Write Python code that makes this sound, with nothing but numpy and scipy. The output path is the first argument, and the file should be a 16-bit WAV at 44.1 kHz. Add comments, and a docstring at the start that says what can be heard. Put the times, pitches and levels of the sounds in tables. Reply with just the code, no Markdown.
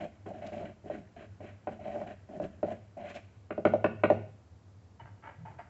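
"""Close to a tiled kitchen wall, a metal spoon stirs flour round a plastic bowl on a stone counter:
random slips are filtered into drag, weight and grit, among knocks that ring the bowl's decaying modes.
Then a run of seven knocks: raps on the rim, with the bowl rocking back onto its base.
Last come rustles nearby, made of filtered grains with light ticks and soft bumps.
Room air and a low, wavering hum, both filtered noise, lie under it all."""
import sys
import numpy as np
from scipy import signal
from scipy.fft import rfft, irfft
from scipy.io import wavfile
from scipy.ndimage import map_coordinates

SR = 44100
rng = np.random.default_rng(int(sys.argv[2]) if len(sys.argv) > 2 else 0)


def master(y):
    """Save y as 16-bit WAV."""
    cut = np.clip(np.atleast_2d(y).T, -1, 1)
    pcm = np.round(cut * 32767)  # scale
    wavfile.write(sys.argv[1], SR, pcm.astype(np.int16))


N = 250927
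TIME = np.arange(N) / SR

# pushes of the spoon through the flour: (start [s], length [s], relative drag on the side [dB],
# relative weight on the floor [dB], relative powder grit [dB], grit swell over the push [dB], rasp pitch [Hz])
PUSHES = [(0, 0.054, -37, -43.5, -53, -1, 2085), (.256, 0.063, -39, -51.5, -62.5, -7, 1800),
          (.325, 0.096, -43.5, -51, -63, -1, 1800), (.415, 0.072, -39.5, -49.5, -55.5, 0.5, 2200),
          (.518, 0.086, -39, -50.5, -55.5, -2, 2235), (.595, 0.043, -36, -41.5, -62, 9, 1750),
          (.65, 0.052, -44.5, -50, -55.5, -8, 1980), (.84, 0.046, -47, -48, -67.5, 15, 1880),
          (.905, 0.051, -46, -40.5, -52.5, 0, 1766), (.95, 0.048, -49, -46, -58, -11, 1835),
          (1.16, .085, -48.5, -49, -57, 2, 1720), (1.402, 0.098, -47, -50.5, -59, 10, 2134),
          (1.68, 0.06, -42, -50.5, -63, 9, 1915), (1.79, 0.071, -46, -52.5, -62, 13, 2160),
          (1.852, .18, -36, -50, -57, -3, 2130), (2.06, 0.052, -41, -48, -57, 8, 1760),
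          (2.288, 0.091, -44.5, -48, -66, 8.5, 1790), (2.412, 0.035, -38.5, -35.5, -56, 8, 1605),
          (2.65, 0.083, -36, -47.5, -58.5, 10, 1880), (2.966, 0.14, -40, -53, -56, 17.5, 2186),
          (3.14, 0.029, -39, -54, -50.5, -1, 2280)]


def undb(db):
    """Decibels to gain."""
    return 10 ** (np.asarray(db) / 20)


def unit(x):
    """Scale to rms 1."""
    return x / np.sqrt(np.mean(x ** 2))


def ring(x, response):
    """Pass a sound through an impulse response."""
    return signal.fftconvolve(x, response)[:N]


def ringdown(t, t60):
    """Exponential decay that falls by 60 dB in t60 seconds."""
    return np.exp(-np.log(1000) * t / t60)


def bump(centre, sigma):
    """Gaussian swell and fade round a moment, peak 1; both settings in seconds."""
    return np.exp(-.5 * ((TIME - centre) / sigma) ** 2)


def add(out, s, sound):
    """Mix a sound in at time s."""
    start = int(s * SR)
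    out[start:start + len(sound)] += sound[:N - start]


def colour(x, points):
    """Shape a sound's spectrum by (frequency [Hz], relative level [dB]) points, at rms 1."""
    hz, db = np.transpose(points)
    bins = np.maximum(np.fft.rfftfreq(N, 1 / SR), 1)
    gain = undb(np.interp(np.log(bins), np.log(hz), db))
    return unit(irfft(rfft(x) * gain, N))


def resonate(x, hz, width_hz):
    """A steep resonance that follows a moving pitch: shift to 0 Hz, lowpass, shift back; rms 1."""
    turn = np.exp(2j * np.pi * np.cumsum(hz) / SR)
    band = signal.sosfilt(signal.butter(2, width_hz / 2, fs=SR, output="sos"), x / turn)
    return unit((band * turn).real)


def walk(rate):
    """Smooth random wandering with a spread near 1, through `rate` random knots a second."""
    knots = rng.standard_normal(1024)
    return map_coordinates(knots, [TIME * rate], order=3, mode="wrap")


def grains(rate, spread_db):
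    """Tiny slips of either sign at random moments, `rate` a second, a few much larger than the rest."""
    chance, size = rng.random(N), rng.standard_normal(N)
    strength = undb(spread_db * np.clip(size, -2, 2))
    return (chance < rate / SR) * strength * rng.choice([-1, 1], N)


def gesture(start, rise, length, release, after_db, after_s):
    """Gain over time: a rise, a hold until length, a quick release and a faint, slow settling."""
    since = np.maximum(TIME - start - length, 0)
    fall = np.maximum(np.exp(-since / release), undb(after_db) * np.exp(-since / after_s))
    return np.clip((TIME - start) / rise, 0, 1) * fall


def background():
    """Room air and a low hum: two noises with their own spectra, the hum swelling and sinking."""
    # spectra of air and hum: (frequency [Hz], relative level [dB])
    air_spectrum = [(15, -75), (25, -47.5), (65, -23.5), (79, -8), (101, -12), (116, -13), (131, -22),
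                    (217, -21.5), (283, -26.5), (436, -31), (480, -31), (740, -33.5), (2840, -49.5),
                    (7800, -52), (10100, -85), (17200, -120)]
    hum_spectrum = [(50, -53.5), (84, -14.5), (100, 9), (108, -7), (124, -26.5), (250, -63.5)]
    # course of the hum: (time [s], relative level [dB])
    hum_course = [(0, -52.5), (.5, -54), (1.2, -50.5), (1.8, -50), (2.3, -55.5), (4.2, -49.5), (4.4, -78),
                  (4.68, -43), (4.82, -60), (5.1, -52.5), (5.5, -54), (5.69, -81)]
    air = undb(-58) * colour(rng.standard_normal(N), air_spectrum)
    swell = undb(np.interp(TIME, *np.transpose(hum_course)))
    hum = colour(rng.standard_normal(N), hum_spectrum) * swell
    return air + undb(-5) * hum


def kitchen():
    """Direct sound, a few hard echoes, then a diffuse tail that dies at its own pace in each band."""
    # diffuse tail: (frequency [Hz], t60 [s], level [dB])
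    tail_bands = [(110, 0.59, 2.5), (226, 0.29, -5.5), (650, 0.42, -12), (1400, 0.38, -10.5),
                  (2880, 0.56, -7), (6000, .25, -1)]
    # echoes from wall, counter and bowl: (delay [s], gain [ratio to direct sound])
    hard_echoes = [(0.0031, 0.26), (0.0068, 0.24), (0.01, 0.16), (0.0136, 0.29), (0.0188, 0.41)]
    t = TIME[:SR // 2]
    bins = np.log(np.maximum(np.fft.rfftfreq(len(t), 1 / SR), 1))
    noise = rfft(rng.standard_normal(len(t)))
    centres = np.log(np.array(tail_bands)[:, 0])
    response = np.zeros(len(t))
    for share, (hz, t60, db) in zip(np.eye(len(tail_bands)), tail_bands):
        # the tail gathers over some 14 ms before it dies away
        fade = ringdown(t, t60) * (1 - np.exp(-(t / .014) ** 2))
        # neighbouring bands cross-fade
        band = irfft(noise * np.interp(bins, centres, share), len(t))
        response += undb(db) * band * fade / np.linalg.norm(fade)
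    response[0] += 1  # direct sound
    for s, gain in hard_echoes:
        response[int(s * SR)] += gain
    return response


def rustling():
    """Something is handled beside the bowl: creasing grains crackle dully, with sine ticks and bumps."""
    # rustles: (start [s], rise [s], decay time constant [s], relative body [dB], relative crackle [dB])
    squeezes = [(4.994, 0.0064, 0.023, -47, -52.5), (5.05, .01, 0.023, -56, -57.5),
                (5.221, 0.031, 0.047, -44.5, -46.5), (5.451, 0.0058, 0.052, -44, -53.5),
                (5.58, 0.0094, 0.016, -49.5, -48.5)]
    # light ticks: (time [s], level [dB], frequency [Hz], t60 [s])
    light_ticks = [(4.998, -60, 2960, 0.18), (4.998, -46.5, 932, 0.16), (5.244, -77, 3040, 0.2),
                   (5.459, -47.5, 865, 0.16), (5.591, -38.5, 704, 0.085), (5.591, -78.5, 4860, 0.15)]
    # soft bumps: (time [s], level [dB], frequency [Hz], spread sigma [s])
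    soft_bumps = [(5.03, -42.5, 110, 0.0064), (5.105, -53, 98, 0.022), (5.39, -44.5, 139, 0.0075),
                  (5.42, -40.5, 142, 0.006)]
    # spectra of body and crackle: (frequency [Hz], relative level [dB])
    body_spectrum = [(300, -2), (550, 1.5), (700, 5.5), (810, 4), (930, 11), (1080, -27), (1300, -38)]
    crackle_spectrum = [(650, -25), (1100, 2), (1190, 2), (1620, 2.5), (1810, -2.5), (1970, 0.5),
                        (2700, -14), (2930, -11.5), (3850, -36), (4740, -36), (5370, -62), (7490, -37),
                        (8000, -52), (10400, -75), (17600, -120)]
    hold_s = 0.0072  # at full strength
    linger_db, linger_s = -14.5, 0.14  # the creases go on creeping after each rustle

    creases = grains(rate=1400, spread_db=6)
    body = undb(-7) * colour(creases, body_spectrum)
    crackle = undb(-5) * colour(creases, crackle_spectrum)
    out = np.zeros(N)
    for s, rise, decay, body_db, crackle_db in squeezes:
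        squeeze = gesture(s, rise, rise + hold_s, decay, linger_db, linger_s)
        out += squeeze * (undb(body_db) * body + undb(crackle_db) * crackle)
    t = TIME[:SR // 4]
    for s, db, hz, t60 in light_ticks:
        add(out, s, undb(db) * np.sin(2 * np.pi * hz * t) * ringdown(t, t60))
    for s, db, hz, sigma in soft_bumps:
        out += undb(db) * np.sin(2 * np.pi * hz * (TIME - s)) * bump(s, sigma)
    return out


def lumps():
    """A lump gives way under the spoon in a brief bright crunch of dense grains."""
    # crushed lumps: (time [s], relative level [dB], spread sigma [s])
    crushes = [(0.47, -48, 0.0042), (0.559, -62.5, 0.05), (3.1, -54, 0.008), (3.158, -51, 0.012)]
    # spectrum of the crunch: (frequency [Hz], relative level [dB])
    crunch_spectrum = [(1500, -12), (2800, 12.5), (4200, 5), (5500, 1), (7800, -1)]
    pressure = sum(undb(db) * bump(s, sigma) for s, db, sigma in crushes)
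    return undb(-3) * pressure * colour(grains(rate=5000, spread_db=3), crunch_spectrum)


def bowl():
    """Impulse responses of the low flexing, the body and the stiff wall, each a sum of modes at peak 1."""
    # the bowl's modes: (frequency [Hz], relative level [dB], longest t60 [s])
    modes = [(139.7, -15.5, .15), (233.7, -5.5, .15), (343.6, -4, 0.27), (400, -3, 0.35), (545, -7, 0.079),
             (616, 11.5, 0.03), (703, -10.5, 0.12), (734, -38.5, 0.15), (920, -16.5, 0.072),
             (1040, -9.5, 0.029), (1143, -5, 0.027), (1264, -21, 0.22), (1453, -7, 0.17),
             (1567, -17, 0.068), (1710, -29.5, 0.054), (1880, -18, 0.14), (1980, -23, 0.025),
             (2263, -19, 0.064), (2510, -26.5, 0.027), (2760, -21.5, 0.057), (3160, -24, 0.024),
             (3995, -35.5, 0.033)]
    t = TIME[:SR // 4]
    parts = np.zeros((3, len(t)))
    for k, (hz, db, longest_t60) in enumerate(modes):
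        family = int(hz > 450) + int(hz > 900)  # 0 flexing, 1 body, 2 wall
        # plastic is lossy, more so in the treble
        t60 = min(longest_t60, .11 * (300 / hz) ** .35)
        # neighbouring wall modes push the air in opposite ways
        sign = (-1) ** k if family == 2 else 1
        parts[family] += sign * undb(db) * np.sin(2 * np.pi * hz * t) * ringdown(t, t60)
    return normalise_peaks(parts)


def normalise_peaks(parts):
    """Scale each row to peak 1."""
    return parts / np.abs(parts).max(axis=1, keepdims=True)


def pitches():
    """The drag sinks in pitch during each push; the rasp has one pitch for each push."""
    middle_hz, sag_hz = 654.4, 70  # the drag in mid push, and its fall from start to end
    drag_hz = np.full(N, middle_hz)
    rasp_hz = np.full(N, float(PUSHES[0][-1]))
    for start, length, *_, hz in PUSHES:
        first = max(int(start * SR), 0)
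        travel = np.minimum((TIME[first:] - start) / length, 1) - .5
        drag_hz[first:] = middle_hz - sag_hz * travel
        rasp_hz[first:] = hz
    return drag_hz, rasp_hz


def effort():
    """Gains of drag, weight and grit; a swell tilts the grit as flour heaps up before the spoon."""
    attack_s, release_s = 0.0057, 0.019  # the spoon bites into the flour; time constant of letting go
    settle_s = 0.14  # time constant with which bowl and flour come to rest after a push
    drag_settle_db, weight_settle_db, grit_settle_db = -25.5, -17.5, -13  # relative to the push

    drag, weight, grit = np.zeros((3, N))
    for start, length, drag_db, weight_db, grit_db, swell_db, _ in PUSHES:
        shape = (start, attack_s, length, release_s)
        travel = np.clip((TIME - start) / length, 0, 1) - .5
        heaped_db = grit_db + swell_db * travel
        drag = np.maximum(drag, undb(drag_db) * gesture(*shape, drag_settle_db, settle_s))
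        weight = np.maximum(weight, undb(weight_db) * gesture(*shape, weight_settle_db, settle_s))
        grit = np.maximum(grit, undb(heaped_db) * gesture(*shape, grit_settle_db, settle_s))
    return drag, weight, grit


def stirring(wall):
    """The spoon sticks and slips through the flour: slips shake the bowl, packed powder rasps."""
    # spectra of drag on the side, weight on the floor and grit: (frequency [Hz], relative level [dB])
    drag_spectrum = [(350, -18.5), (510, -13.5), (590, 7), (640, 4), (740, 0), (830, -9), (1000, -23.5),
                     (1500, -44)]
    weight_spectrum = [(100, -13), (160, -7.5), (215, 3), (280, -8.5), (345, -5), (420, -7.5), (500, -31.5),
                       (800, -53)]
    grit_spectrum = [(530, -48), (900, -30.5), (1010, 5.5), (1330, 0.5), (1530, 8), (2090, -2.5), (2310, 3),
                     (3120, 1), (3640, -13.5), (4030, -6), (4880, -34), (7440, -17.5), (8000, -43.5),
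                     (10400, -58), (17600, -120)]

    unevenness = undb(2.2 * walk(60))
    slips = grains(rate=900, spread_db=4) * unevenness
    clumps = undb(1.5 * walk(150))
    powder = grains(rate=2100, spread_db=2.5) * unevenness * clumps
    # the pitch of drag and rasp shifts as the contact travels round the bowl
    drag_hz, rasp_hz = pitches()
    # a shift by one second keeps layers from the same grains apart
    drag = undb(-7) * colour(slips, drag_spectrum)
    drag += undb(-7) * resonate(np.roll(slips, SR), drag_hz, width_hz=145)
    weight = colour(slips, weight_spectrum)
    grit = undb(-4) * resonate(powder, rasp_hz, width_hz=640)
    grit += undb(-3) * colour(np.roll(powder, SR), grit_spectrum)
    grit += undb(-13) * unit(ring(slips, wall))
    drag_gain, weight_gain, grit_gain = effort()
    return drag * drag_gain + weight * weight_gain + grit * grit_gain


def knocks(flex, body, wall):
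    """Each blow rings the bowl; hard metal contact wakes the wall modes and adds a short crack."""
    # knocks of spoon and bowl: (time [s], relative body level [dB], then relative to the body:
    # low flexing [dB], wall ring and crack [dB], clap of the base [dB])
    blows = [(0.261, -33, -5, -16, -15), (0.418, -44.5, -3, -14, -9), (0.52, -35, -5, -25, -9),
             (0.63, -34.5, -17.5, -21.5, -7), (0.84, -46.5, -5, -34, -16), (0.9, -21, -17.5, -33, -19),
             (1.405, -33.5, -19.5, -28, -12), (1.672, -22.5, -11, -17.5, 1), (1.855, -33.5, -15, -21, -19),
             (1.959, -24.5, -14, -27.5, -28), (2.015, -31.5, -13, -17, 2), (2.29, -41, -17, -19.5, -18),
             (2.4, -20, -16, -32.5, -20), (2.63, -14.5, -12, -28.5, -31), (2.715, -28, -10.5, -32, -16),
             (2.972, -69, -14, -30, -13), (3.506, -24.5, -7, -12, -9), (3.579, -19.5, -10, -31.5, -27),
             (3.652, -7.5, -9, -14.5, -9), (3.737, -8.5, -20.5, -33.5, -18.5),
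             (3.843, -10.5, -10, -14, -11), (4.036, -9, -10, -11.5, -11.5), (4.102, -5.5, -14.5, -29.5, -8)]
    # spectra of metal cracking on plastic and of first contact: (frequency [Hz], relative level [dB])
    crack_spectrum = [(500, -20.5), (1000, 10.5), (2600, 7.5), (3500, -13.5), (4200, -19), (5200, -47),
                      (7800, -33.5)]
    snap_spectrum = [(700, -12.5), (1600, -4.5), (3100, -4.5), (4400, -12), (7800, -20)]

    out, t = np.zeros(N), TIME[:len(body)]
    crack_noise = colour(rng.standard_normal(N), crack_spectrum)
    snap_noise = colour(rng.standard_normal(N), snap_spectrum)
    # the counter booms faintly under the bowl
    boom = undb(-18.5) * np.sin(2 * np.pi * 104 * t) * ringdown(t, 0.18)
    # the base slaps the stone with a short, higher note
    clap = np.sin(2 * np.pi * 735 * t) * ringdown(t, 0.022)
    for s, db, flex_db, wall_db, clap_db in blows:
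        # each blow takes its own stretch of noise
        shift = int(s * SR)
        crack = np.roll(crack_noise, shift)[:len(t)] * np.exp(-t / 0.0034)
        blow = body + undb(clap_db) * clap + undb(flex_db + 3.5) * (flex + boom)
        blow += undb(wall_db) * (undb(0.5) * wall + undb(-1) * crack)
        # first contact gives a tiny snap, even on a dull blow
        snap = np.roll(snap_noise, shift)[:len(t)] * np.exp(-t / 0.0016)
        add(out, s - .001, undb(db - 39) * snap)
        # the plastic yields for a moment before the ring is at full strength
        add(out, s - .0005, undb(db + 5) * blow * (1 - np.exp(-t / 0.0029)))
    # so small a bowl radiates no deep bass
    return signal.sosfilt(signal.butter(2, 110, "highpass", fs=SR, output="sos"), out)


def scene():
    """All on the counter sounds through one kitchen; stirring deep in the bowl reaches it least."""
    flex, body, wall = bowl()
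    room = kitchen()
    inside = stirring(wall) + lumps()
    outside = knocks(flex, body, wall) + rustling()
    in_room = ring(outside + undb(-8.5) * inside, room)
    # the stirring also reaches the microphone without the room
    return (undb(-6.5) * inside + in_room + background())[None]


def record(dry):
    """The microphone sheds the deep bass and the recorder cuts the top steeply."""
    thinned = signal.sosfilt(signal.butter(2, 45, "highpass", fs=SR, output="sos"), dry)
    return signal.sosfilt(signal.ellip(12, .2, 70, 7740, fs=SR, output="sos"), thinned)


dry = scene()
out = record(dry)
master(out)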